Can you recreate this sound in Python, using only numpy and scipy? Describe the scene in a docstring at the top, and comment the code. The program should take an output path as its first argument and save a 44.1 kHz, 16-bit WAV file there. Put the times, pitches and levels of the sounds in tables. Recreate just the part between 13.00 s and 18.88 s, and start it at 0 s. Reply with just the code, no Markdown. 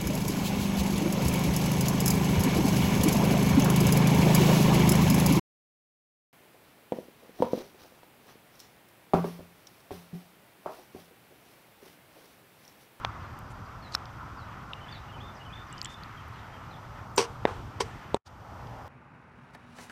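"""Two bow shots on a lawn

Two compound bows are released in turn: each slap rings limb modes, leaves a hum and shakes a noise rattle. Each
arrow thuds into a target down range: a push-and-spring pulse, cracks, short rings and echoes. Distant traffic
is shaped noise, birds are gliding sines; something small ticks and knocks near the microphone, and a release
aid clicks just before the first shot; the microphone's electronics whine faintly. After the last thud the sound
drops out and creeps back."""
import sys
import numpy as np
from scipy import signal
from scipy.fft import rfft, irfft
from scipy.io import wavfile
from scipy.ndimage import uniform_filter1d

SR = 44100
rng = np.random.default_rng(int(sys.argv[2]) if len(sys.argv) > 2 else 0)


def transcribe(signal):
    """Save signal, clipped to [-1, 1], as a 16-bit WAV file at the path in sys.argv[1]."""
    frames = np.atleast_2d(signal).T
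    limited = np.clip(frames, -1, 1)
    pcm = np.round(limited * 32767).astype(np.int16)
    wavfile.write(sys.argv[1], SR, pcm)


N = 259286
TIME_S = np.arange(N) / SR

# background and hiss spectra, relative: freq_hz, density_db_per_hz
ROAR_SPECTRUM = [(700, -26), (950, -1), (1100, 1), (1300, 2.5), (1550, -4), (2000, -57.5)]
RUMBLE_SPECTRUM = [(20, -12.5), (40, -5), (70, 0), (115, 4), (160, -4.5), (250, -9.5), (400, -15.5),
                   (700, -40)]
SWISH_SPECTRUM = [(1200, -22.5), (1700, 8), (2400, 0.5), (3300, -3.5), (5000, -20), (9000, -31)]
DRONE_SPECTRUM = [(220, -24.5), (400, -10), (520, -4.5), (650, -2), (850, 1.5), (1100, -5.5)]
HISS_SPECTRUM = [(2000, -12), (5000, 5), (9000, -8), (12000, -12), (14800, -11), (16000, -22)]
# steady background and hiss levels, rms
ROAR_DB, RUMBLE_DB, SWISH_DB, DRONE_DB, HISS_DB = -51.5, -46, -58.5, -52.5, -67
# broad swells in the background: far vehicles, and a low tail after the first shot:
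# centre_s, half_length_s, roar_gain_db, rumble_gain_db, swish_gain_db, drone_gain_db
SWELLS = [(0.0, 0.29, 6.5, 2.5, 3, 1), (1.4, 0.63, 4.5, -0.5, 1.5, 1), (1.887, 0.15, -2, 0.5, 3.5, 0.5),
          (3.047, 0.56, 1, -1, 4.5, -2.5), (4.56, 0.22, 0, 3.5, -1, 1.5), (5.0, 0.18, 0, 1.5, 3.5, -1),
          (5.85, 0.48, -1, -1, -1.5, 5.5)]
# microphone electronics: freq_hz, rms_db
WHINE = [(5860, -79.5), (8790, -88.5), (11719, -79.5), (14626, -79.5)]

# ticks and knocks (the two at 4.161 and 4.165 s are the release aid clicking before the first slap): # start_s,
# level_db, freq_hz, second_freq_hz, second_level_db, length_s
TICKS = [(0.0483, -15.5, 940, 3460, -21, 0.0026), (.049, -26.5, 2430, 6050, -42, 0.0037),
         (0.39, -39, 13000, 8500, -42, 0.0008), (0.923, -40, 4560, 8000, -62, 0.0024),
         (0.935, -39, 4000, 5700, -53, 0.0085), (0.942, -29, 4420, 5840, -39, 0.0028),
         (0.9493, -20.5, 1315, 4040, -21, 0.0038), (.95, -18, 5340, 11650, -37, 0.0045),
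         (1.056, -44, 3500, 5070, -43.5, 0.0015), (1.733, -30.5, 2850, 3660, -34.5, 0.0046),
         (2.727, -35, 7700, 5530, -50, 0.0019), (2.78, -35.5, 4960, 7000, -56, 0.0037),
         (2.79, -48, 5500, 8000, -55, 0.0018), (2.8156, -19, 4720, 10700, -45, 0.0015),
         (2.8285, -42, 7800, 12400, -49, 0.0016), (2.8473, -25, 7420, 4750, -34, 0.0011),
         (2.8553, -27.5, 3260, 2020, -36, 0.0035), (2.8577, -42, 7400, 5570, -43, 0.0037),
         (3.035, -35, 4320, 12700, -56, 0.0021), (3.2835, -53, 12000, 9500, -59, 0.0015),
         (4.161, -36, 7400, 14300, -42, 0.007), (4.165, -41, 7100, 8900, -56, 0.0092),
         (5.671, -46, 3200, 4800, -47, 0.0024)]
# brief rustles near the microphone: start_s, length_s, freq_hz, rms_db
RUSTLES = [(0.499, 0.031, 6500, -63.5), (0.913, 0.05, 4230, -54.5), (0.941, 0.013, 5000, -46),
           (2.884, 0.072, 4670, -60.5), (5.246, 0.042, 4000, -52)]

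# one turn of a rolling song, one list per note: time_in_turn_s, pitch_hz
SONG_TURN = [
    [(0, 2870), (.04, 2856)],
    [(.05, 3330), (.065, 3050), (.1, 2945)],
    [(.105, 2460), (.122, 2520), (.13, 3060)],
    [(.128, 2840), (.136, 3350), (.15, 3585)],
    [(.15, 3504), (.2, 3604), (.24, 3570)],
]
# one per note of the turn: gain_db
SONG_NOTE_GAINS = [1.8, 2.5, 1.6, 11.7, 4]
SONG_START_S, TURN_EVERY_S, TURN_COUNT = 1.752, 0.321, 4
SONG_DB, SONG_GROWTH_DB_PER_TURN = -61.5, 0.5
# slurred whistles of other birds: start_s, length_s, from_hz, to_hz, rms_db
SLURS = [(0.2, 0.075, 5400, 4070, -70), (0.815, 0.077, 4600, 3880, -61.5), (1.363, 0.09, 5550, 3850, -63),
         (1.905, 0.083, 5300, 3780, -57.5), (2.344, 0.051, 6500, 4320, -65.5),
         (2.664, 0.05, 6500, 4300, -66), (2.974, 0.021, 4240, 3560, -68), (3.018, 0.023, 3020, 3630, -61),
         (3.168, .035, 3240, 3050, -61), (3.332, 0.034, 4500, 3620, -68), (3.384, 0.018, 3210, 4100, -59.5),
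         (3.533, 0.026, 3240, 3090, -58.5), (3.705, 0.045, 4300, 3420, -61),
         (3.749, 0.025, 3100, 3800, -61)]
STRAIGHT_S = 0.035   # longer slurs flatten out towards their end
# chips of one more bird: start_s, rms_db
CHIPS = [(.085, -70), (.368, -69), (.46, -73), (.558, -75), (.647, -68)]
CHIP_S, CHIP_FROM_HZ, CHIP_TO_HZ = 0.022, 4650, 4800
FLUTTER_DB, FLUTTER_HZ = 3.5, 70
LEAF_ECHO_DB, LEAF_LOSS_DB_PER_S = -19, 100

# bows let go: slap_s, thump_db, rattle_db, first_touch_lead_s, rebound_every_s,
# thump_loss_db_per_rebound, rattle_loss_db_per_rebound, tail_db, tail_treble_db_per_octave (above 1 kHz)
RELEASES = [(4.1775, -17, -23, 0.00314, .012, 5, 4, -7, -0.5),
            (4.8038, -22.5, -31, 0.0038, 0.0073, 15, 10, -18, 4)]
# limb modes: freq_hz, level_db, t60_s
LIMBS = [(230, -8.5, 0.054), (320, -8, .04), (400, 0, .07), (557, -7.5, .045), (743, -6.5, 0.049),
         (900, -1, 0.034), (997, -1.5, 0.05), (1107, -2.5, .05), (1494, -9.5, 0.034)]
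# cam resonances: freq_hz, width_hz, level_db
CAMS = [(1930, 1040, 0.5), (3140, 980, 1.5), (4600, 1060, -0.5), (5880, 700, 2), (8350, 890, -7.5),
        (13500, 5600, -27.5)]
# hum after each slap, one row per release: freq_hz, level_db, t60_s
HUMS = [(466, -22.5, .25), (454, -23.5, .12)]
TOUCH_THUMP_DB, TOUCH_RATTLE_DB = -15.5, -13   # first touch, relative to the slap
SECOND_CAM_LAG_S, SECOND_CAM_THUMP_DB = 0.00208, -11
REBOUNDS, REBOUND_JITTER_S = 6, 0.0008
HALF_BEAT_DB = -8   # a weaker touch midway between rebounds
CONTACT_S, RATTLE_RISE_S, RATTLE_T60_S = 0.00018, 0.00056, 0.049
HUM_RISE_S = 0.05

# echoes from trees and houses: band_hz, level_db, t60_s
TAIL = [(406, -32.5, 0.37), (914, -30, 0.37), (2590, -47.5, 0.98), (6000, -54, 0.73)]
TAIL_DELAY_S = 0.011

# arrows in the target: start_s, push_db, ring_db, crack_hz, crack_db, second_crack_hz, second_crack_db,
# tail_db, tail_treble_db_per_octave (above 1 kHz)
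THUDS = [(4.4527, -8.5, -18.5, 1930, -10, 3570, -18.5, -6.5, -0.5),
         (5.1442, -13, -15, 3650, -17.5, 8230, -8.5, -14, 2)]
# target modes: freq_hz, level_db, t60_s
TARGET = [(223, -22, 0.069), (414, -6.5, 0.041), (544, -11, 0.038), (928, -7.5, 0.038), (6540, -10, .003)]
# near echoes of the thud: lag_s, level_db
ECHOES = [(.007, -15.5), (0.033, -25.5), (0.038, -29)]
PUSH_S, SPRING_S = 0.0011, 0.00098

# the level drops, sinks further, snaps most of the way back and creeps up the rest
DROP_S, FALL_S, DROP_DB, SINK_DB = 5.169, 0.0086, -30, -62
RETURN_S, RISE_S, SHORT_DB, CREEP_S = 5.238, 0.026, -7, 0.29
CUTOFF_HZ = 16500


def amp(db):
    """Decibels to gain."""
    return 10 ** (np.asarray(db) / 20)


def rms_one(x):
    """Scale to rms 1."""
    return x / np.sqrt(np.mean(x ** 2) + 1e-20)


def coloured(spectrum):
    """Gaussian noise shaped to a spectrum on a log frequency axis; rms 1."""
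    hz, db = np.transpose(spectrum)
    bins_hz = np.maximum(np.arange(N // 2 + 1) * SR / N, 1)
    shape_db = np.interp(np.log(bins_hz), np.log(hz), db, left=-80, right=-80)
    return rms_one(irfft(rfft(rng.standard_normal(N)) * amp(shape_db), N))


def drift(rate_hz):
    """Slow random wander: twice low-passed noise, rms 1."""
    r = np.exp(-2 * np.pi * rate_hz / SR)
    # the first second settles the filter
    return rms_one(signal.lfilter([1], [1, -2 * r, r * r], rng.standard_normal(N + SR))[SR:])


def clicks(times_s, levels_db):
    """Single-sample click train."""
    out = np.full(N, 1e-18)   # tiny floor keeps filters off denormals
    out[(np.asarray(times_s) * SR).astype(int)] = amp(levels_db)
    return out


def ring(x, hz, t60_s):
    """Two-pole mode: a unit click starts a decaying sine of height about 1."""
    r, w = amp(-60 / (t60_s * SR)), 2 * np.pi * hz / SR
    return signal.lfilter([0, np.sin(w)], [1, -2 * r * np.cos(w), r * r], x)


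def fade(x, t60_s):
    """Each click becomes an exponentially dying envelope."""
    return signal.lfilter([1], [1, -amp(-60 / (t60_s * SR))], x)


def soften(x, length_s):
    """Spread each click over a Hann-shaped contact time."""
    window = np.hanning(int(length_s * SR) + 3)
    return np.convolve(x, window / window.sum())[:N]


def resonance(x, hz, width_hz):
    """Two-pole band-pass, peak gain about 1."""
    r = np.exp(-np.pi * width_hz / SR)
    poles = [1, -2 * r * np.cos(2 * np.pi * hz / SR), r * r]
    return signal.lfilter([(1 - r * r) / 2, 0, (r * r - 1) / 2], poles, x)


def add(out, start_s, x):
    """Mix x into out from start_s."""
    at = int(start_s * SR)
    out[at:at + len(x)] += x


def background():
    """Noise layers swell broadly and their levels flicker; hiss is steady, whine sines flicker too."""
    centre_s, half_s, *gains_db = np.transpose(SWELLS)
    swell = np.exp(-((TIME_S[:, None] - centre_s) / half_s) ** 2)
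    levels_db = (ROAR_DB, RUMBLE_DB, SWISH_DB, DRONE_DB)
    spectra = (ROAR_SPECTRUM, RUMBLE_SPECTRUM, SWISH_SPECTRUM, DRONE_SPECTRUM)
    out = amp(HISS_DB) * coloured(HISS_SPECTRUM)
    for db, gain_db, spectrum in zip(levels_db, gains_db, spectra):
        out += amp(db + swell @ gain_db + 1.25 * drift(8.5)) * coloured(spectrum)
    for hz, db in WHINE:
        out += np.sqrt(2) * amp(db + 1.5 * drift(23)) * np.sin(2 * np.pi * hz * TIME_S)
    return out


def ticks():
    """Each tick is two short sines under one roughened pulse; rustles are puffs of grainy noise."""
    out = np.zeros(N)
    t = TIME_S[:900]
    for start_s, db, hz, second_hz, second_db, length_s in TICKS:
        body = amp(db) * np.sin(2 * np.pi * hz * t)
        body += amp(second_db) * np.sin(2 * np.pi * second_hz * t)
        smooth = uniform_filter1d(rng.standard_normal(len(t)), size=12)
        rough = 1 + 0.4 * rms_one(uniform_filter1d(smooth, size=12))
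        shape = np.sin(np.pi * np.clip(t / length_s, 0, 1) ** 0.6) ** 2   # rises faster than it falls
        add(out, start_s, body * rough * shape)
    for start_s, length_s, hz, db in RUSTLES:
        count = int(length_s * SR)
        grains = rng.standard_normal(count) * amp(3.3 * rng.standard_normal(count))
        band = rms_one(resonance(resonance(grains, hz, hz), hz, hz))
        add(out, start_s, amp(db) * band * signal.windows.tukey(count, 0.5))
    return out


def whistle(pitch_hz, db):
    """Near sine on a slightly unsteady pitch track, soft at both ends."""
    wobble = rms_one(uniform_filter1d(rng.standard_normal(len(pitch_hz)), size=200))
    phase = 2 * np.pi * np.cumsum(pitch_hz + 45.0 * wobble) / SR
    return np.sqrt(2) * amp(db) * np.sin(phase) * signal.windows.tukey(len(pitch_hz), 0.3)


def birds():
    """A rolling song repeats its turn; slurs and chips glide between two pitches; leaves smear them all."""
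    out = np.zeros(N)
    for turn in range(TURN_COUNT):
        turn_s = SONG_START_S + turn * TURN_EVERY_S
        turn_db = SONG_DB + turn * SONG_GROWTH_DB_PER_TURN
        for note, gain_db in zip(SONG_TURN, SONG_NOTE_GAINS):
            s, hz = np.transpose(note)
            pitch_hz = np.interp(np.arange(s[0], s[-1], 1 / SR), s, hz)
            add(out, turn_s + s[0], whistle(pitch_hz, turn_db + gain_db))
    chips = [(start_s, CHIP_S, CHIP_FROM_HZ, CHIP_TO_HZ, db) for start_s, db in CHIPS]
    for start_s, length_s, from_hz, to_hz, db in SLURS + chips:
        left = np.linspace(1, 0, int(length_s * SR)) ** max(length_s / STRAIGHT_S, 1)
        add(out, start_s, whistle(to_hz + (from_hz - to_hz) * left, db))
    out = out * amp(FLUTTER_DB * drift(FLUTTER_HZ))
    lags_s = rng.uniform(0.0026, 0.07, size=24)
    smear = sum(amp(LEAF_ECHO_DB - LEAF_LOSS_DB_PER_S * lag) * np.roll(out, int(lag * SR)) for lag in lags_s)
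    return out + smear


def slaps():
    """First touch, slap of both cams, dying rebounds: rows of time_s, thump_db, rattle_db."""
    rows = []
    for slap_s, thump_db, rattle_db, lead_s, every_s, thump_loss_db, rattle_loss_db, *_ in RELEASES:
        rows.append((slap_s - lead_s, thump_db + TOUCH_THUMP_DB, rattle_db + TOUCH_RATTLE_DB))
        rows.append((slap_s, thump_db, rattle_db))
        rows.append((slap_s + SECOND_CAM_LAG_S, thump_db + SECOND_CAM_THUMP_DB, rattle_db))
        for k in np.arange(2, 2 * REBOUNDS + 1) / 2:
            weak_db = HALF_BEAT_DB * (k % 1 > 0)
            time_s = slap_s + k * every_s + rng.normal(0, REBOUND_JITTER_S)
            rows.append((time_s, thump_db - k * thump_loss_db + weak_db,
                         rattle_db - k * rattle_loss_db + weak_db))
    return rows


def bows():
    """Each slap rings the limbs, leaves a hum and shakes a grainy rattle out of the cams."""
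    times_s, thump_db, rattle_db = np.transpose(slaps())
    spread_db = rng.normal(0, 1.24, (len(times_s), len(LIMBS)))
    thump = np.zeros(N)
    for k, (hz, db, t60_s) in enumerate(LIMBS):
        hits = clicks(times_s, thump_db + db + spread_db[:, k])
        thump += (-1) ** k * ring(hits, hz, t60_s)   # neighbouring modes swing in opposite sense
    # slim limbs radiate no deep bass
    thump = signal.sosfilt(signal.butter(2, 170, "high", fs=SR, output="sos"), thump)

    releases_s = [row[0] for row in RELEASES]
    hum = sum(ring(clicks([s], db), hz, t60_s) for s, (hz, db, t60_s) in zip(releases_s, HUMS))
    hum_rise = 1 - fade(clicks(releases_s, 0), HUM_RISE_S)

    grains = rng.standard_normal(N) * amp(1.4 * rng.standard_normal(N))
    bands = [(-1) ** k * amp(db) * resonance(grains, hz, width_hz) for k, (hz, width_hz, db) in enumerate(CAMS)]
    rattle_level = soften(fade(clicks(times_s, rattle_db), RATTLE_T60_S), RATTLE_RISE_S)
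    return soften(thump, CONTACT_S) + hum * hum_rise + rms_one(sum(bands)) * rattle_level


def tails():
    """Scattered echoes swell after each release and thud, then die away band by band."""
    rows = [(row[0] + TAIL_DELAY_S, *row[-2:]) for row in RELEASES + THUDS]
    starts_s, tail_db, treble_db = np.transpose(rows)
    out = np.zeros(N)
    for hz, db, t60_s in TAIL:
        noise = resonance(rng.standard_normal(N), hz, 0.88 * hz)
        band = rms_one(resonance(noise, hz, 0.85 * hz))
        octaves = max(np.log2(hz / 1000), 0)
        starts = clicks(starts_s, db + tail_db + treble_db * octaves)
        out += band * soften(fade(starts, t60_s), 0.015)
    return out


def thuds():
    """The target face pushes out and springs back, cracks, and rings briefly; near surfaces echo it."""
    out = np.zeros(N)
    for s, db, ring_db, crack_hz, crack_db, second_hz, second_db, *_ in THUDS:
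        add(out, s, amp(db) * np.bartlett(int(PUSH_S * SR)))
        add(out, s + 0.7 * PUSH_S, -1.25 * amp(db) * np.bartlett(int(SPRING_S * SR)))
        out += ring(clicks([s + 0.4 * PUSH_S], crack_db), crack_hz, 0.0055)
        out += ring(clicks([s + 1.14 * PUSH_S], second_db), second_hz, 0.0067)
        for hz, mode_db, t60_s in TARGET:
            out -= ring(clicks([s + 0.8 * PUSH_S], ring_db + mode_db), hz, t60_s)
    out = soften(out, 0.00016)
    dull = resonance(out, 900, 2000)
    return out + sum(amp(db) * np.roll(dull, int(lag_s * SR)) for lag_s, db in ECHOES)


def scene():
    """All sources, one channel."""
    return (background() + ticks() + birds() + bows() + tails() + thuds())[None]


def record(dry):
    """The level drops out once; a steep low-pass cuts the top."""
    back_s = RETURN_S + RISE_S
    times_s = [DROP_S, DROP_S + FALL_S, RETURN_S, back_s, back_s + CREEP_S]
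    gain = amp(np.interp(TIME_S, times_s, [0, DROP_DB, SINK_DB, SHORT_DB, 0]))
    return signal.sosfilt(signal.cheby2(12, 70, CUTOFF_HZ, fs=SR, output="sos"), dry * gain)


dry = scene()
out = record(dry)
transcribe(out)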